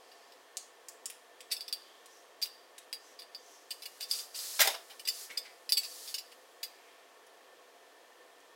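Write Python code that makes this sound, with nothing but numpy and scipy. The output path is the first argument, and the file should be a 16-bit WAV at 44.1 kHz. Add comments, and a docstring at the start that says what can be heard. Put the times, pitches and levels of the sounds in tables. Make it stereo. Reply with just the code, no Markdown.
"""A table in a small room, a stereo microphone close to hands sewing a crocheted bag strap.
The needle ticks as it slips through the cord, the cord rubs softly, and the thread hisses through in
pulls as its fibres catch and slip. The metal clasp dangling from the strap clinks on its ring.
Once something hard clatters on the table top, and two dull taps follow. Faint room noise lies beneath."""
import sys
import numpy as np
from scipy import signal
from scipy.fft import rfft, irfft
from scipy.io import wavfile
from scipy.ndimage import uniform_filter1d

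SR = 44100
rng = np.random.default_rng(int(sys.argv[2]) if len(sys.argv) > 2 else 0)


def store_pcm(level_fs):
    """Save levels as 16-bit WAV."""
    pcm = np.round(np.clip(level_fs, -1, 1) * 32767).astype(np.int16)
    wavfile.write(sys.argv[1], SR, np.atleast_2d(pcm).T)


N = 377055
TIME = np.arange(N) / SR
BLOW_TIME = np.arange(SR // 2) / SR   # the life of one blow, in seconds
RIGHT_LEAD_S = 2.7e-5   # the hands are a touch nearer the right microphone

# How alike the room's echoes are at the two microphones: frequency_hz, correlation
ECHO_LIKENESS = [(200, 1), (700, 0.94), (1400, 0.4), (3000, 0.31), (6000, 0.054), (16000, 0.31)]


def from_db(db):
    """Decibels to gain."""
    return 10 ** (np.asarray(db) / 20)


def rms_one(x):
    """Scale to rms 1."""
    return x / np.sqrt(np.mean(x ** 2) + 1e-30)


def energy_one(x):
    """Scale to a mean energy of 1 per channel."""
    return rms_one(x) / np.sqrt(x.shape[-1])


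def decay(t60):
    """An amplitude that falls 60 dB in t60 seconds."""
    return np.exp(-np.log(1000) * BLOW_TIME / t60)


def at_bins(points, size):
    """A curve over log frequency, read at the bins of a signal of this size."""
    hz, value = np.transpose(points)
    return np.interp(np.log(np.fft.rfftfreq(size, 1 / SR) + 1), np.log(hz), value)


def band(x, low_hz, high_hz, order=1):
    """Causal band-pass."""
    sos = signal.butter(order, [low_hz, min(high_hz, .45 * SR)], "band", fs=SR, output="sos")
    return signal.sosfilt(sos, x)


def through(x, response):
    """Pass a sound through an impulse response."""
    return signal.fftconvolve(np.atleast_2d(x), response, axes=-1)[:, :x.shape[-1]]


def add(out, start_s, sound):
    """Mix a sound in at its time."""
    start = int(start_s * SR)
    out[:, start:start + sound.shape[1]] += sound[:, :N - start]


def stereo_noise(likeness, size, colour_db=0):
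    """Diffuse noise, alike at both microphones in the bass and less so in the treble."""
    alike = np.clip(at_bins(likeness, size), -1, 1)
    mid, side = rfft(rng.standard_normal((2, size)))
    spectrum = np.sqrt(1 + alike) * mid + np.sqrt(1 - alike) * side * [[1], [-1]]
    return rms_one(irfft(spectrum * from_db(colour_db), size))


def room(early_db, tail_db, early_t60=0.036, tail_t60=0.57, first_echo_s=0.0027, wall_hz=9000):
    """Direct sound, a quick scatter from the table and near things, then the walls' duller tail."""
    size = len(BLOW_TIME)
    taps = np.arange(size) - 8
    direct = np.sinc([taps - RIGHT_LEAD_S * SR, taps]) * (abs(taps) < 8)
    arrived = np.clip(BLOW_TIME / first_echo_s * 2 - 1, 0, 1)
    early = stereo_noise(ECHO_LIKENESS, size) * decay(early_t60) * arrived
    tail = stereo_noise(ECHO_LIKENESS, size) * decay(tail_t60) * arrived
    tail = band(energy_one(tail), 100, wall_hz)
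    return direct + from_db(early_db) * energy_one(early) + from_db(tail_db) * tail


def contact(length_s, touches_per_s=3000, brief_s=0.0028):
    """Force of a blow: a clean hit is one touch, a longer rattle is a swarm of tiny rebounds."""
    touches = rng.random(len(BLOW_TIME)) < touches_per_s / SR
    envelope = np.exp(-(BLOW_TIME / length_s - .5) ** 2) * (BLOW_TIME < 2 * length_s)
    force = touches * rng.standard_normal(len(BLOW_TIME)) * envelope
    force[0] = 2 / (1 + length_s / brief_s)
    return force


def set_registers(x, edges_hz, levels_db, blend_hz=700):
    """Give each register its energy, blending smoothly from one to the next."""
    spectrum, hz = rfft(x), np.fft.rfftfreq(x.shape[-1], 1 / SR)
    register = np.searchsorted(edges_hz[1:-1], hz)
    inside = (hz > edges_hz[0]) * (hz < edges_hz[-1])
    power = np.mean(abs(spectrum) ** 2, axis=0) * inside / len(hz)
    gain_db = np.array(levels_db) - 10 * np.log10(np.bincount(register, power))
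    blended_db = uniform_filter1d(gain_db[register], int(blend_hz / hz[1]) + 1)
    return irfft(spectrum * from_db(blended_db), x.shape[-1])


def blow(length_s, modes, levels_db, edges_hz, space, crack_db, thud_db, bump_db):
    """One blow rings the modes and adds a dry crack; where it lands sets how loud each register is."""
    hz, db, t60 = np.transpose(modes)[:, :, None]
    strengths = from_db(db + 2 * rng.standard_normal(db.shape))
    body = energy_one(np.sum(strengths * np.sin(2 * np.pi * hz * BLOW_TIME) * decay(t60), axis=0))
    body[0] += from_db(crack_db)
    force = contact(length_s)
    echoed_force = through(force, space)
    ringing = through(echoed_force, body[None])
    radiated = band(ringing, edges_hz[0], SR / 2, order=3)   # small things radiate little bass
    sound = set_registers(radiated, edges_hz, levels_db) * (BLOW_TIME < BLOW_TIME[-1] * .9)
    # below the modes the push leaves a faint thud and a deep bump
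    thud = from_db(thud_db) * energy_one(band(echoed_force, edges_hz[0] / 2, edges_hz[0]))
    bump = from_db(bump_db) * energy_one(band(force, 20, 60))
    bass = from_db(max(levels_db)) * (thud + bump)
    return np.sqrt(.02 * SR) * (sound + bass)   # unit energy becomes rms 1 over 20 ms


def room_noise(level_db=-57.35):
    """Steady, diffuse room tone with a few soft resonances."""
    # Spectrum of the room tone: frequency_hz, relative_db
    colour = [(30, -60), (100, -32), (190, -30), (260, -14), (400, -6.5), (500, -7.5), (800, -6.5),
              (1100, -6), (1450, -10), (2000, -11), (4000, -14), (9000, -20), (16000, -27)]
    # Its resonances: centre_hz, width_hz, boost_db
    resonances = [(494, 99, 8), (694.7, 50, 8), (1101, 27, 5.5), (1792, 92, 11), (3240, 290, 4)]
    # How alike it is at the two microphones: frequency_hz, correlation
    likeness = [(60, 0.59), (130, 0.94), (290, 0.94), (640, 0.8), (1410, 0.26), (3100, -0.00062),
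                (6820, -0.1), (15000, -0.03)]
    hz = np.fft.rfftfreq(N, 1 / SR)
    peaks_db = sum(db / (1 + (2 * (hz - centre) / width) ** 2) for centre, width, db in resonances)
    return from_db(level_db) * stereo_noise(likeness, N, at_bins(colour, N) + peaks_db)


def rubs_and_taps(resonance_q=6, fizz_db=-2):
    """Soft cord rubs, plus two short dull taps on the table top: a noisy resonance on a broad fizz."""
    # Cord rubs and (the two shortest) table taps: middle_s, half_length_s, resonance_hz, level_db
    touches = [(0.148, 0.18, 4850, -65.5), (1.85, 0.14, 3370, -62.5), (2.146, 0.067, 5670, -62),
               (3.076, 0.051, 5950, -60.5), (3.51, 0.088, 5960, -59), (5.304, 0.0056, 2230, -42.5),
               (5.458, 0.012, 2210, -52), (6.85, 0.15, 2410, -64.5)]
    out = np.zeros(N)
    for middle_s, half_length_s, hz, db in touches:
        noise = rng.standard_normal(N)
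        resonance = rms_one(signal.lfilter(*signal.iirpeak(hz, resonance_q, fs=SR), noise))
        fizz = from_db(fizz_db) * rms_one(band(noise, hz / 2, 2 * hz))
        swell = np.exp(-((TIME - middle_s) / half_length_s) ** 2 / 2)
        out += rms_one(resonance + fizz) * from_db(db) * swell
    return through(out, energy_one(room(early_db=2, tail_db=4)))


def table_clatter(gain_db=-1.8):
    """A hard thing knocks, skids and bounces on the table top."""
    # Knocks and skids, levels relative: start_s, length_s, body_db, clatter_db, scrape_db
    knocks = [(4.591, 0.0069, -37, -25.5, -30), (4.601, 0.0063, -33, -20.5, -22),
              (4.614, 0.0083, -38.5, -21, -19.5), (4.642, 0.02, -35.5, -35, -35),
              (4.673, 0.0034, -32.5, -25.5, -27), (4.743, 0.0067, -44.5, -39, -50),
              (4.898, 0.022, -58, -46.5, -52), (5.308, 0.02, -63, -51, -52), (5.455, 0.0036, -80, -49, -76)]
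    # Bounds of the body, clatter and scrape registers: edge_hz
    edges_hz = [490, 1200, 6000, 16000]
    # Modes of the table top: pitch_hz, relative_db, t60_s
    modes = [(530, -39, 0.089), (688, -3, 0.18), (804, 4, 0.044), (1086, 7, 0.03), (1460, -23, 0.055),
             (1615, 2, 0.018), (2250, -21, 0.14), (2400, -7, .05), (2840, -1, 0.012), (3200, 5, 0.026),
             (3760, -10, 0.024), (4030, 7, 0.019), (4970, -12, 0.017), (5350, -24, 0.015),
             (6070, 3.5, 0.062)]
    out = np.zeros((2, N))
    for start_s, length_s, *levels_db in knocks:
        space = room(early_db=1.5, tail_db=2, early_t60=0.031, tail_t60=0.25)
        knock = blow(length_s, modes, levels_db, edges_hz, space, crack_db=14, thud_db=-33.5, bump_db=-40)
        add(out, start_s, knock)
    return from_db(gain_db) * out


def needle_ticks(gain_db=1.5):
    """The needle slips in the cord: single sharp snaps that wake the room's echoes."""
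    # Slips, levels relative: start_s, length_s, low_db, middle_db, top_db
    slips = [(0.57, 0.00035, -49.5, -38, -45.5), (0.8853, 0.00029, -61, -46.5, -51),
             (1.0573, 0.0004, -53.5, -39.5, -42), (1.1005, 0.00054, -51.5, -53, -46.5),
             (1.406, 0.001, -53.5, -53, -57.5), (2.059, 0.0011, -67, -58.5, -59.5),
             (2.78, 0.0026, -55, -53, -53), (7.267, 0.0005, -83, -68, -67), (8.402, 0.0018, -79, -69, -75)]
    # Bounds of the low, middle and top registers: edge_hz
    edges_hz = [1870, 4030, 8800, 16000]
    # The needle's one damped mode: pitch_hz, relative_db, t60_s
    modes = [(8100, 12.5, 0.00047)]
    out = np.zeros((2, N))
    for start_s, length_s, *levels_db in slips:
        space = room(early_db=2, tail_db=0, early_t60=0.046, tail_t60=0.34)
        tick = blow(length_s, modes, levels_db, edges_hz, space, crack_db=-0.5, thud_db=-21, bump_db=-46)
        add(out, start_s, tick)
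    return from_db(gain_db) * out


def thread_pull(grip_db_per_s=700, release_db_per_s=300, slack_db=-16.5, slack_db_per_s=14, lead_s=0.407):
    """Friction envelope: each pull grips fast, holds and lets go; around it the slack thread slides."""
    # Thread drawn through the strap: start_s, length_s, friction_db, swell_db
    pulls = [(4.106, .1, -39.5, -4), (4.358, 0.34, -40, -2.5), (5.109, 0.12, -44.5, 3.5),
             (5.8, .31, -47, 2.5)]
    friction = np.zeros(N)
    for start_s, length_s, db, swell_db in pulls:
        before_s = np.maximum(start_s - TIME, 0)
        after_s = np.maximum(TIME - start_s - length_s, 0)
        hold_db = swell_db * (np.clip((TIME - start_s) / length_s, 0, 1) - .5)
        taut_db = hold_db - grip_db_per_s * before_s - release_db_per_s * after_s
        loose_db = slack_db - slack_db_per_s * (before_s + after_s)
        loose_db -= grip_db_per_s * np.maximum(before_s - lead_s, 0)   # sets in ahead of the pull
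        friction = np.maximum(friction, from_db(db + np.maximum(taut_db, loose_db)))
    return friction


def thread_hiss(catches_per_s=5000, smooth_share=0.78, wet_db=4, linger_s=0.013, gain_db=-5):
    """Fibres catch and slip by the thousand: a finely grained hiss that follows the pull."""
    # Spectrum of the thread's friction: frequency_hz, relative_db
    colour = [(500, -45), (1200, -19), (2400, -18), (3500, -12), (4500, -5.5), (6500, -6.5), (11000, -8.5),
              (14500, -13), (16000, -14)]
    colour_db = at_bins(colour, N)
    catches = rng.standard_normal(N) * (rng.random(N) < catches_per_s / SR)
    friction = rms_one(catches) + smooth_share * rng.standard_normal(N)
    hiss = rms_one(irfft(rfft(friction) * from_db(colour_db), N))
    pull = thread_pull()
    direct = np.array([np.interp(TIME - lag, TIME, hiss * pull) for lag in (RIGHT_LEAD_S, 0)])
    # the room returns the hiss as a diffuse wash that lingers a little
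    pole = np.exp(-1 / (linger_s * SR))
    lingering = np.sqrt(signal.lfilter([1 - pole], [1, -pole], pull ** 2))
    wash = lingering * stereo_noise(ECHO_LIKENESS, N, colour_db)
    return from_db(gain_db) * (direct + from_db(wet_db) * wash)


def clasp_clinks(focus_hz=130, focus_db=9, damping_s=0.0065, usual_db=-40, gain_db=-0.62):
    """The dangling clasp chatters on its ring; it keeps moving, so each clink has echoes of its own."""
    # Clasp against ring: start_s, rattle_s, ring_hz, strength_db, ringing_db (above the strength)
    clinks = [(0.116, .004, 4930, -63.5, 5.5), (0.321, 0.0018, 4850, -63, 3.5), (1.504, .012, 4650, -51, 6),
              (1.515, .01, 4790, -35, 5), (1.566, .002, 4550, -49.5, 7.5), (1.608, 0.00056, 4700, -49, 10),
              (1.68, .005, 5260, -48.5, 6), (1.7268, 0.00084, 4860, -40.5, 9.5),
              (2.416, 0.017, 4640, -41, 5), (2.426, 0.0018, 4600, -40, 11),
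              (2.456, 0.0028, 4550, -47.5, -7), (2.9282, 0.0012, 4740, -43.5, 7),
              (3.19, 0.0078, 4900, -52.5, 6.5), (3.22, 0.0019, 4700, -56.5, 7),
              (3.348, .0005, 4690, -55.5, 15), (3.706, 0.0077, 4700, -41, 3.5),
              (3.821, 0.0094, 4900, -48, 2), (3.856, 0.0031, 4880, -45, 1.5), (4.003, 0.016, 4740, -42, -1),
              (4.024, 0.011, 4620, -46.5, 10), (4.112, 0.0013, 4710, -38, 10),
              (4.126, .022, 4600, -44, 9.5), (4.188, .0036, 4850, -49, 10.5), (4.344, .012, 4840, -48, 4.5),
              (4.389, .0036, 5200, -49, 8), (4.995, .004, 5170, -48.5, -1.5),
              (5.051, 0.0055, 5300, -48.5, 4.5), (5.0728, 0.0052, 4900, -36.5, -1),
              (5.0842, 0.0034, 4940, -37, 9), (5.3727, 0.0045, 4930, -40, 10),
              (5.692, .005, 5000, -40.5, 5), (5.7218, .0006, 4670, -32, 10.5),
              (5.7698, 0.0091, 4620, -33, 8.5), (5.832, 0.0042, 4970, -46.5, 1),
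              (5.847, .003, 5170, -48, 6), (6.076, .011, 4980, -48, 5), (6.142, 0.0065, 5150, -39, 4.5),
              (6.179, 0.0072, 5180, -44, 4), (6.317, .006, 5180, -58, -2), (6.63, 0.0039, 4850, -40, 3)]
    # Bounds of the clack, ring and treble registers: edge_hz
    edges_hz = [2330, 4270, 5720, 15100]
    # Modes of the metal clasp: pitch_hz, relative_db, t60_s
    free_modes = [(2760, -18, 0.054), (2967, -7.5, 0.046), (3574, -10.5, 0.095), (3840, -14, 0.034),
                  (4080, -1, 0.016), (4520, -8.5, 0.0067), (4620, -4.5, 0.043), (4723, -20.5, 0.14),
                  (4865, 2.5, 0.023), (5147, -6, 0.021), (5370, -25, 0.054), (6540, -19, 0.037),
                  (7740, -16, 0.035), (8520, -11, 0.012), (8940, -22.5, 0.034), (10170, -14.5, 0.0068),
                  (10810, -8, 0.01), (14630, -10, 0.0095), (15500, -27, 0.0072)]
    # A dead blow clacks low, a ringing one higher: ringing_db, clack_hz
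    clack_pitch = [(4, 2973), (7, 3560)]
    # Parts pressing on each other bend the modes: pitch_hz, random_share
    press_shift = [(2700, 0.015), (4800, 0.0036), (8000, 0.043)]
    hz, db, t60 = np.transpose(free_modes)
    bend = np.interp(hz, *np.transpose(press_shift))
    out = np.zeros((2, N))
    for start_s, rattle_s, ring_hz, strength_db, ringing_db in clinks:
        clack_hz = np.interp(ringing_db, *np.transpose(clack_pitch))
        tilt_db = 4.5 + 0.33 * (strength_db - usual_db)   # harder blows are brighter
        levels_db = strength_db + np.array([-tilt_db / 2, ringing_db, tilt_db / 2])
        # the point of contact favours the modes near two pitches
        favoured = sum(np.exp(-((hz - centre) / focus_hz) ** 2) for centre in (clack_hz, ring_hz))
        bent_hz = hz * (1 + bend * rng.standard_normal(len(hz)))
        freedom = 2 ** ((ringing_db - 9) / 15)   # 15 dB more ringing lasts twice as long
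        damping = 1 + rattle_s / damping_s / 2   # parts that stay in touch damp each other
        modes = np.transpose([bent_hz, db + focus_db * favoured, t60 * freedom / damping])
        space = room(early_db=0.5, tail_db=-9, early_t60=0.089, tail_t60=0.52)
        clink = blow(rattle_s, modes, levels_db, edges_hz, space, crack_db=-8, thud_db=-56, bump_db=-65)
        add(out, start_s, clink)
    return from_db(gain_db) * out


def scene():
    """The handiwork, close and barely right of centre, over the room noise."""
    handiwork = clasp_clinks() + needle_ticks() + table_clatter() + thread_hiss() + rubs_and_taps()
    return handiwork * from_db([[-0.02], [0.02]]) + room_noise()


def record(dry, cutoff_hz=15900):
    """A steep low-pass cuts the highest treble."""
    return signal.sosfilt(signal.ellip(10, .1, 80, cutoff_hz, fs=SR, output="sos"), dry)


dry = scene()
out = record(dry)
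store_pcm(out)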